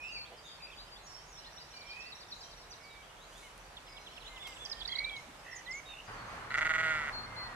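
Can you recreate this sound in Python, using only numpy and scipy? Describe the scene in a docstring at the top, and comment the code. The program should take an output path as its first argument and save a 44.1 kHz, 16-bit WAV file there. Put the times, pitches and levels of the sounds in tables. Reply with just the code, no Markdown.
"""First you hear a soft outdoor hush, with songbirds calling from the hedges of a spring pasture. Grass rustles
and snaps as animals graze. Near six seconds the scene changes: the background is abruptly louder, with a far
engine drone, and a sheep gives one long bleat: throbbing at first, then steady and sinking. Bird notes are bent
pure tones, hush and grass are filtered noise, the engine is two low tones, and the bleat is vocal-fold pulses
and breath ringing in the throat."""
import sys
import numpy as np
from scipy import signal
from scipy.fft import rfft, irfft, next_fast_len
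from scipy.io import wavfile
from scipy.ndimage import map_coordinates

SR = 44100
rng = np.random.default_rng(int(sys.argv[2]) if len(sys.argv) > 2 else 0)


def wav_out(sig):
    """Save sig, one row per channel (or a flat mono array), as 16-bit PCM at SR to the path in sys.argv[1]."""
    wavfile.write(sys.argv[1], SR, np.round(np.clip(np.atleast_2d(sig).T, -1, 1) * 32767).astype(np.int16))


N = 332955
TIME = np.arange(N) / SR

# tone color of the calm hush and of the busy one after it: frequency_hz, relative_db
CALM_SPECTRUM = [(20, -20), (30, -12), (40, 7.5), (55, -2), (95, -8), (150, -5.5), (230, -12), (550, -7),
                 (900, -5), (1500, -8.5), (2500, -12), (4500, -19), (8000, -22.5), (13500, -32)]
BUSY_SPECTRUM = [(20, -33), (30, 1), (40, 5), (60, -8), (130, -7.5), (190, -7), (330, -10.5), (700, -6),
                 (1150, -1), (1900, -7), (2800, -16), (4000, -21), (6000, -25.5), (9000, -30), (13500, -39)]
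# loudness of the calm hush: time_s, level_db
CALM_LEVEL = [(0, -54.5), (3, -54), (4, -53.5), (4.7, -51.5), (5.5, -52.5), (6.1, -53)]
# how alike the hush is in both ears: frequency_hz, likeness (0 to 1)
EAR_LIKENESS = [(40, 0.98), (130, 0.97), (300, 0.64), (700, 0.68), (1500, 0.22), (3000, 0.14), (7000, 0.03),
                (13000, 0.03)]
BUSY_START_S, BUSY_DB = 6.078, -45.5

# Sliding whistles, one table a kind of song; each kind adds its own gain to the levels of its notes.
# start_s, length_s, pitch_hz, glide (share of the pitch), level_db
HEDGE_WHISTLES = [(0, .11, 2620, 0.16, -47.5), (.145, .039, 2535, -.24, -48.5),
                  (.71, 0.04, 3300, -.28, -59.5), (1.734, .13, 2340, -.05, -60.5),
                  (1.857, .22, 2510, 0.14, -52.5)]
FAR_CALLS = [(.03, .053, 7500, -.07, -64), (.01, 0.094, 5340, -0.012, -56), (.25, .048, 3810, 0.38, -58.5),
             (.37, .03, 4880, -0.12, -51), (1.03, 0.073, 6800, .12, -60), (1.28, .057, 6500, -.04, -59.5),
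             (1.44, .097, 1830, -0.19, -63), (1.95, 0.19, 1950, 0.062, -61.5),
             (2.81, .064, 4800, -0.25, -57), (2.87, .1, 3780, -0.15, -61), (3.165, .1, 3700, .35, -60),
             (3.319, .12, 3650, 0.32, -61), (3.861, .08, 5080, -.05, -54), (4.125, .07, 5280, -.11, -63),
             (4.198, .032, 3900, -.35, -57), (5.16, .06, 6550, .05, -62), (5.43, .11, 2650, .04, -60.5),
             (6.02, .046, 6000, .5, -62), (6.15, .09, 4420, .02, -61), (6.503, 0.0095, 4090, 0.05, -45.5)]
HIGH_WHISTLES = [(.118, .13, 4510, -.05, -51), (.475, .1, 4810, -0.0021, -64),
                 (.621, 0.044, 4650, 0.0049, -53.5), (.763, .083, 4600, 0, -59.5),
                 (.915, .058, 4640, .02, -60), (7.125, 0.09, 4300, -0.011, -49),
                 (7.215, .048, 4310, 0, -54), (7.362, .12, 4260, 0.012, -50)]
TRILLS = [(.59, .18, 2460, 0.0037, -58), (4.875, .19, 2063, 0.089, -48), (5.45, .17, 1882, 0.032, -51),
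          (5.89, .135, 2670, .11, -52)]
FLUTED_NOTES = [(2.792, 0.24, 2290, .03, -59.5), (3.425, .055, 2190, -.06, -59),
                (3.874, .18, 2240, 0, -63.5), (4.286, .13, 2080, -.07, -58.5),
                (4.423, .12, 2140, -.06, -57.5), (4.657, 0.22, 1830, .03, -60.5),
                (4.975, .13, 2300, .09, -43), (5.065, .14, 2270, -.1, -47.5), (5.662, .14, 2120, .17, -45),
                (5.855, .1, 3710, -.06, -52.5), (7.255, 0.34, 2010, -.17, -55)]
# short chirps: start_s, length_s, pitch_hz, level_db
WARBLER_RISES = [(.774, 0.046, 3950, -56), (.958, .045, 3880, -56.5), (1.367, 0.039, 4000, -57),
                 (1.444, .047, 4070, -59), (1.575, .06, 4510, -56.5), (1.715, 0.065, 4330, -57.5),
                 (1.875, .058, 4350, -57.5), (2.042, .051, 4520, -56), (2.175, 0.062, 4430, -59),
                 (2.575, .038, 4680, -58.5), (4.068, 0.041, 3890, -62.5), (4.245, 0.057, 3900, -60)]
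ARCHED_WHISTLES = [(4.393, 0.081, 3550, -51.5), (4.58, .095, 3470, -51), (4.765, 0.067, 3260, -54),
                   (4.891, .06, 3370, -46), (5.105, .07, 3300, -53)]
NEAR_CHIPS = [(4.65, 0.021, 5020, -44), (4.696, 0.0082, 5260, -46.5), (4.812, 0.023, 3410, -39.5),
              (4.85, 0.013, 3760, -39), (4.876, .02, 3850, -36), (4.914, 0.017, 3950, -36.5),
              (4.953, .015, 3720, -34.5), (4.985, 0.012, 4040, -33), (5.042, .013, 3800, -32),
              (5.093, 0.01, 3740, -46), (5.163, 0.011, 3760, -38)]
NEAR_ZIPS = [(4.648, .016, 5300, -45), (4.713, 0.026, 4500, -39.5), (4.795, 0.023, 4400, -43),
             (4.876, .012, 4300, -41), (5.65, .04, 3750, -50.5), (5.708, 0.024, 5120, -48.5)]
NEAR_LISPS = [(5.51, 0.041, 5410, -53), (5.55, 0.053, 6110, -50), (5.716, 0.07, 6560, -54.5),
              (5.765, .04, 6240, -50.5)]
# chirp shapes: first_pitch, last_pitch (both as multiples of the middle pitch)
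RISE, FALL, ARCH, HOOK, SLIDE = (.78, 1.07), (1.26, .8), (.92, .86), (1.2, 1.13), (1.08, .93)
# runs of one falling chirp, loudest at peak_s and fade_db quieter one second away:
# start_s, period_s, length_s, pitch_hz, db, peak_s, fade_db, count
WARBLER_RUN = dict(start_s=1.797, period_s=.1015, length_s=.036, pitch_hz=4440, db=-54.5, peak_s=2.25, fade_db=9, count=10)
RATTLE_STRONG = dict(start_s=3.768, period_s=.0988, length_s=.025, pitch_hz=3080, db=-51.5, peak_s=4.42, fade_db=7, count=9)
RATTLE_WEAK = dict(start_s=4.121, period_s=.0996, length_s=.017, pitch_hz=3060, db=-55, peak_s=4.5, fade_db=20, count=5)
# loudness of the distant bird chorus: time_s, level_db
CHORUS_LEVEL = [(0, -60), (1, -65), (2.6, -64.5), (3.1, -69), (4.5, -61), (5.3, -62), (7.55, -72)]

# grass rustles, a snap, soft knocks, and a breathy hiss as the sheep's bleat begins:
# start_s, length_s, low_hz, high_hz, level_db
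RUSTLES_AND_HISS = [(.29, 0.091, 432, 734, -58.5), (1.15, 0.0089, 450, 1300, -59),
                    (3.221, 0.37, 4500, 10900, -67), (3.577, 0.0043, 1500, 13000, -55),
                    (4.33, 0.43, 7200, 8200, -68.5), (4.466, .017, 400, 4160, -49),
                    (4.473, 0.0026, 2000, 15000, -44), (4.465, .03, 9000, 15000, -59),
                    (5.264, 0.049, 230, 324, -59.5), (6.556, .055, 5000, 7240, -60.5)]
# the far engine's tones: pitch_hz, level_db
ENGINE_TONES = [(116, -60.5), (79, -68)]

# where the sheep's throat and mouth ring: frequency_hz, width_hz, gain_db
THROAT_RESONANCES = [(203, 184, -21.5), (623, 63, -14), (1387, 133, -0.5), (1942, 129, 1.5),
                     (2310, 132, -6), (2750, 210, -14), (3240, 600, -18.5), (4900, 800, -36.5),
                     (6100, 800, -40), (8140, 620, -35)]
BLEAT_START_S, BLEAT_CREST_S, BLEAT_END_S = 6.502, 6.78, 7.095
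CATCH_S, CATCH_DB, CATCH_DROP_HZ = .0243, 3.5, 10.2   # the voice catches roughly and drops as it stops
SLUMP_HZ_PER_DB, SLUMP_LEAD_S, SLUMP_S = .45, .0039, .009   # the pitch slumps as each closure comes on


def from_db(db):
    """Turns decibels into a gain."""
    return 10 ** (np.asarray(db) / 20)


def rms_one(x):
    """Scales a sound to an average (rms) level of 1."""
    return x / np.sqrt(np.mean(x ** 2) + 1e-20)


def in_time(points):
    """Joins (time, value) points with straight lines."""
    return np.interp(TIME, *np.transpose(points))


def at_hz(points, hz):
    """Reads a curve along a log-frequency axis."""
    known_hz, values = np.transpose(points)
    return np.interp(np.log(hz + 1), np.log(known_hz), values)


def band(x, low_hz, high_hz):
    """Gently filters away what lies outside two frequencies."""
    edges_hz = [low_hz, min(high_hz, SR / 2 - 1000)]
    return signal.sosfilt(signal.butter(2, edges_hz, "band", fs=SR, output="sos"), x)


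def drift(rate):
    """A smooth random wobble of size 1 that changes about rate times a second."""
    knots = rng.standard_normal(8000)
    return rms_one(map_coordinates(knots, [TIME * rate], order=2, mode="wrap"))


def add(track, start_s, sound):
    """Mixes a sound into a track."""
    i = max(0, round(start_s * SR))
    track[i:i + len(sound)] += sound[:max(0, N - i)]


def place(x, pan_db, left_lead_ms, echo_db, echo_s=.5):
    """Level and arrival time differ between the ears; walls and trees scatter sparse echoes."""
    left = np.interp(TIME + left_lead_ms / 1000, TIME, x)
    direct = np.array([rms_one(left) * np.sqrt(np.mean(x ** 2)), x])
    age_s = TIME[:SR]
    echoes = rng.standard_normal((2, SR)) * (rng.random((2, SR)) < .05)
    echoes *= from_db(-60 * age_s / echo_s) * (age_s > .006)
    echoes /= np.sqrt(np.sum(echoes ** 2, axis=1, keepdims=True))
    scattered = signal.fftconvolve(x[None], echoes, axes=1)[:, :N]
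    sides = from_db([[pan_db / 2], [-pan_db / 2]])
    return (direct + from_db(echo_db) * scattered) * rms_one(sides)


def hush(spectrum, left_lead_ms, pan_db):
    """Far traffic and moving air: alike in both ears in the bass, spread wide in the treble."""
    size = next_fast_len(N)
    hz = np.arange(size // 2 + 1) * SR / size
    mid, side = rfft(rng.standard_normal((2, size)))
    alike = np.clip(at_hz(EAR_LIKENESS, hz), 0, 1)
    ears = np.sqrt(1 + alike) * mid + np.sqrt(1 - alike) * side * [[1], [-1]]
    ears *= from_db(at_hz(spectrum, hz))
    ears[0] *= from_db(pan_db) * np.exp(2j * np.pi * hz * left_lead_ms / 1000)
    return rms_one(irfft(ears, size)[:, :N])


def bird(notes, gain_db, waver, flutter_db, trill_hz=0, trill_depth=0, flick=.6, rounding=.33):
    """Each note is a pure tone bent through three pitches; a trill is loudest on each upward flick."""
    song, wobble, flutter = np.zeros(N), drift(170), from_db(flutter_db * drift(70))
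    for start_s, length_s, first_hz, middle_hz, last_hz, db in notes:
        along = np.linspace(0, 1, max(64, int(length_s * SR)))
        samples = max(0, round(start_s * SR)) + np.arange(len(along))
        trill_phase = 2 * np.pi * trill_hz * length_s * along
        hz = np.polyval(np.polyfit([0, .5, 1], [first_hz, middle_hz, last_hz], 2), along)
        hz *= 1 + trill_depth * np.sin(trill_phase) + waver * wobble.take(samples, mode="wrap")
        swell = np.abs(np.sin(np.pi * along)) ** rounding * (1 + flick * np.sin(trill_phase + np.pi / 4))
        tone = np.sin(2 * np.pi * np.cumsum(hz) / SR)
        add(song, start_s, from_db(db + gain_db) * rms_one(swell * tone))
    return song * flutter


def glides(rows, sag=0):
    """Whistles that slide through their pitch; both ends droop by sag, a share of the pitch."""
    return [(s, length_s, hz * (1 - glide / 2 - sag), hz, hz * (1 + glide / 2 - sag), db)
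            for s, length_s, hz, glide, db in rows]


def chirps(rows, shape):
    """One chirp shape sung at each row's time, length, pitch and level."""
    return [(s, length_s, hz * shape[0], hz, hz * shape[1], db) for s, length_s, hz, db in rows]


def songbirds():
    """Eight kinds of song from several perches; one nearby bird sings the fluted notes and most trills."""
    near_db, middle_db, far_db = -12, -5, -2.5   # echo levels
    hedge = bird(glides(HEDGE_WHISTLES), gain_db=1.5, waver=.011, flutter_db=0)
    high = bird(glides(HIGH_WHISTLES), gain_db=4.5, waver=.005, flutter_db=1)
    trill = bird(glides(TRILLS), gain_db=-1, waver=.0083, flutter_db=2.5, trill_hz=62.3, trill_depth=.063)
    warble_notes = chirps(WARBLER_RISES, RISE) + falling_run(**WARBLER_RUN)
    warble = bird(warble_notes, gain_db=1, waver=.02, flutter_db=4)
    thin = bird(thin_song(), gain_db=-1, waver=.0074, flutter_db=4.5)
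    fluted = bird(glides(FLUTED_NOTES, sag=.0202), gain_db=0, waver=.0035, flutter_db=1.5)
    rattle_notes = falling_run(**RATTLE_STRONG) + falling_run(**RATTLE_WEAK)
    rattle = bird(rattle_notes + chirps(ARCHED_WHISTLES, ARCH), gain_db=.5, waver=.0046, flutter_db=3)
    twitter_notes = chirps(NEAR_CHIPS, HOOK) + chirps(NEAR_ZIPS, FALL) + chirps(NEAR_LISPS, SLIDE)
    twitter = bird(twitter_notes, gain_db=-2, waver=.045, flutter_db=3, rounding=.7)
    return (place(hedge, pan_db=-5.5, left_lead_ms=-.081, echo_db=far_db)
            + place(high, pan_db=3.5, left_lead_ms=-.112, echo_db=near_db)
            + place(trill, pan_db=-4, left_lead_ms=0, echo_db=near_db)
            + place(warble, pan_db=0, left_lead_ms=.085, echo_db=middle_db)
            + place(thin, pan_db=-8, left_lead_ms=.12, echo_db=far_db)
            + place(fluted, pan_db=-3, left_lead_ms=0, echo_db=near_db)
            + place(rattle, pan_db=-5.5, left_lead_ms=-.11, echo_db=near_db)
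            + place(twitter, pan_db=-10, left_lead_ms=-.12, echo_db=near_db))


def chorus(count=240, low_hz=2700, high_hz=7000, bend=.131):
    """Distant birds: brief chirps at random times and pitches, blurred by the trees."""
    notes = []
    for when, size, pitch, first, last, softness in rng.random((count, 6)):
        hz = low_hz * (high_hz / low_hz) ** pitch
        first_hz, last_hz = hz * (1 + bend * (2 * first - 1)), hz * (1 + bend * (2 * last - 1))
        notes.append((when * N / SR, .0244 + .06 * size, first_hz, hz, last_hz, -6 * softness - 5 * pitch))
    song = rms_one(bird(notes, gain_db=0, waver=.0151, flutter_db=3.5))
    blurred = place(song, pan_db=0, left_lead_ms=0, echo_db=7, echo_s=.44)
    return from_db(in_time(CHORUS_LEVEL)) * rms_one(blurred)


def far_calls():
    """Scattered bird calls echo from the far trees."""
    calls = bird(glides(FAR_CALLS), gain_db=-5.5, waver=.0197, flutter_db=3)
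    return place(calls, pan_db=-2.5, left_lead_ms=0, echo_db=-.5, echo_s=.63)


def rustles_and_hiss(grain_db=3):
    """Swells of grainy noise: grass rustles, a snap, soft knocks, a breathy hiss as the bleat begins."""
    swells, grain = np.zeros(N), from_db(grain_db * drift(900))
    for start_s, length_s, low_hz, high_hz, db in RUSTLES_AND_HISS:
        size = max(32, int(length_s * SR))
        noise = band(rng.standard_normal(SR), low_hz, high_hz)[-size:]
        add(swells, start_s, from_db(db) * rms_one(noise * np.hanning(size)))
    return place(swells * grain, pan_db=-2.5, left_lead_ms=-.028, echo_db=-12, echo_s=.15)


def thin_song(start_s=1.065, count=11, base_hz=5460, climb_hz=522, scatter_hz=90, dip=.0346):
    """Thin, scooped whistles shorten and settle into a quick pace while they climb and fade."""
    slowness, along = np.exp(-np.arange(count) / 1.55), np.linspace(0, 1, count)
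    gaps_s = .137 + .125 * slowness
    starts_s = start_s + np.cumsum(gaps_s) - gaps_s
    lengths_s = .043 + .085 * slowness
    pitches_hz = base_hz + climb_hz * along ** 3 + scatter_hz * (1 - slowness) * rng.standard_normal(count)
    levels_db = -55.3 - 9 * along ** 2
    return chirps(zip(starts_s, lengths_s, pitches_hz, levels_db), (1 + dip, 1 + dip / 3))


def falling_run(start_s, period_s, length_s, pitch_hz, db, peak_s, fade_db, count):
    """A falling chirp repeated at an even pace, swelling and fading."""
    starts_s = start_s + period_s * np.arange(count)
    return chirps([(s, length_s, pitch_hz, db - fade_db * (s - peak_s) ** 2) for s in starts_s], FALL)


def engine():
    """A far engine: two low tones that waver in pitch together."""
    wavering_s = np.cumsum(1 + .012 * drift(6)) / SR
    return sum(from_db(db + 2 * drift(10)) * np.sqrt(2) * np.sin(2 * np.pi * hz * wavering_s)
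               for hz, db in ENGINE_TONES)


def bleat_shape(crest_hz=161.9, scoop_hz=28, sag_hz=22, attack_s=.04, release_s=.2):
    """The pitch scoops up to a crest and sags; the effort jumps up, holds and ebbs."""
    before = np.clip((BLEAT_CREST_S - TIME) / (BLEAT_CREST_S - BLEAT_START_S), 0, 1)
    after = np.clip((TIME - BLEAT_CREST_S) / (BLEAT_END_S - BLEAT_CREST_S), 0, 1)
    pitch_hz = crest_hz - scoop_hz * before ** 3.6 - sag_hz * after ** 1.9
    corners_s = [BLEAT_START_S, BLEAT_START_S + attack_s, BLEAT_END_S - release_s, BLEAT_END_S]
    effort_db = np.interp(TIME, corners_s, [-42, -30.2, -30.2, -40.5])
    return pitch_hz, effort_db


def closures(start_s=6.532, count=10, gap_s=.0338, slowing_s=.0026, deepest_s=6.65, spread_s=.12):
    """The voice box nearly closes between throbs, ever more slowly; the dips deepen, then die out."""
    gaps_s = gap_s + slowing_s * np.arange(count)
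    times_s = start_s + np.cumsum(gaps_s) - gaps_s
    depths_db = 3.5 + 25 * np.exp(-((times_s - deepest_s) / spread_s) ** 2)
    return zip(times_s, depths_db)


def resonance(x, hz, width_hz):
    """Rings at one frequency, with a gain of 1 at its peak."""
    decay = np.exp(-np.pi * width_hz / SR)
    feedback = [1, -2 * decay * np.cos(2 * np.pi * hz / SR), decay ** 2]
    return signal.lfilter(np.array([1, 0, -1]) * (1 - decay ** 2) / 2, feedback, x)


def throat(x, bounce_s=.00145, bounce_db=-11):
    """Throat and mouth ring at several frequencies at once; then the sound bounces off the turf."""
    voice = sum((-1) ** k * from_db(db) * resonance(x + 1e-18, hz, width_hz)
                for k, (hz, width_hz, db) in enumerate(THROAT_RESONANCES))
    return voice + from_db(bounce_db) * np.interp(TIME - bounce_s, TIME, voice)


def sheep(closure_s=.0056):
    """Sharp vocal-fold pulses and puffs of air ring the throat; the voice box chops them into throbs."""
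    pitch_hz, effort_db = bleat_shape()
    sounding = (TIME > BLEAT_START_S) & (TIME < BLEAT_END_S)
    catch = np.interp(TIME, [BLEAT_END_S - CATCH_S, BLEAT_END_S - CATCH_S / 2], [0, 1])
    closing_db = sum(db * np.exp(-((TIME - s + SLUMP_LEAD_S) / SLUMP_S) ** 2) for s, db in closures())
    pitch_hz = pitch_hz - SLUMP_HZ_PER_DB * closing_db - CATCH_DROP_HZ * catch
    # the voice steadies as the throbbing ends
    strain = np.interp(TIME, [6.55, 6.72, 6.92], [1.2, 1, .65]) + catch
    cycles = np.cumsum(sounding * pitch_hz * (1 + .006 * strain * drift(120))) / SR + .5
    pulses = np.sinc((cycles - np.round(cycles)) * SR / pitch_hz) * sounding
    air = rng.standard_normal(N) * (np.exp(-4 * (cycles % 1)) + .25) * sounding
    # the rasp takes over from the pulses in the treble
    rasp = rms_one(air) * .38 * strain + .55 * rms_one(band(air, 4500, 7400))
    buzz = rms_one(pulses) * from_db(.9 * strain * drift(150)) + rasp
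    choke_db = sum(db * np.exp(-np.abs((TIME - s) / closure_s) ** 3) for s, db in closures())
    steady_rms = np.sqrt(np.sum(throat(buzz) ** 2) / np.sum(sounding))
    voice = throat(buzz * from_db(effort_db + CATCH_DB * catch - choke_db)) / steady_rms
    return place(voice, pan_db=-2.4, left_lead_ms=-.08, echo_db=-12.5, echo_s=.18)


def scene():
    """The calm hush gives way abruptly to a busier one with the engine; the animals sound on top."""
    calm = from_db(in_time(CALM_LEVEL)) * hush(CALM_SPECTRUM, left_lead_ms=-.063, pan_db=-1.5)
    busy = from_db(BUSY_DB + .5 * drift(9.9)) * hush(BUSY_SPECTRUM, left_lead_ms=.11, pan_db=-1)
    background = np.where(TIME < BUSY_START_S, calm, busy + engine())
    return background + songbirds() + chorus() + far_calls() + rustles_and_hiss() + sheep()


def record(dry):
    """Steeply cuts away the highest treble."""
    cutoff_hz = 13800
    return signal.sosfilt(signal.ellip(10, .2, 70, cutoff_hz, fs=SR, output="sos"), dry)


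dry = scene()
out = record(dry)
wav_out(out)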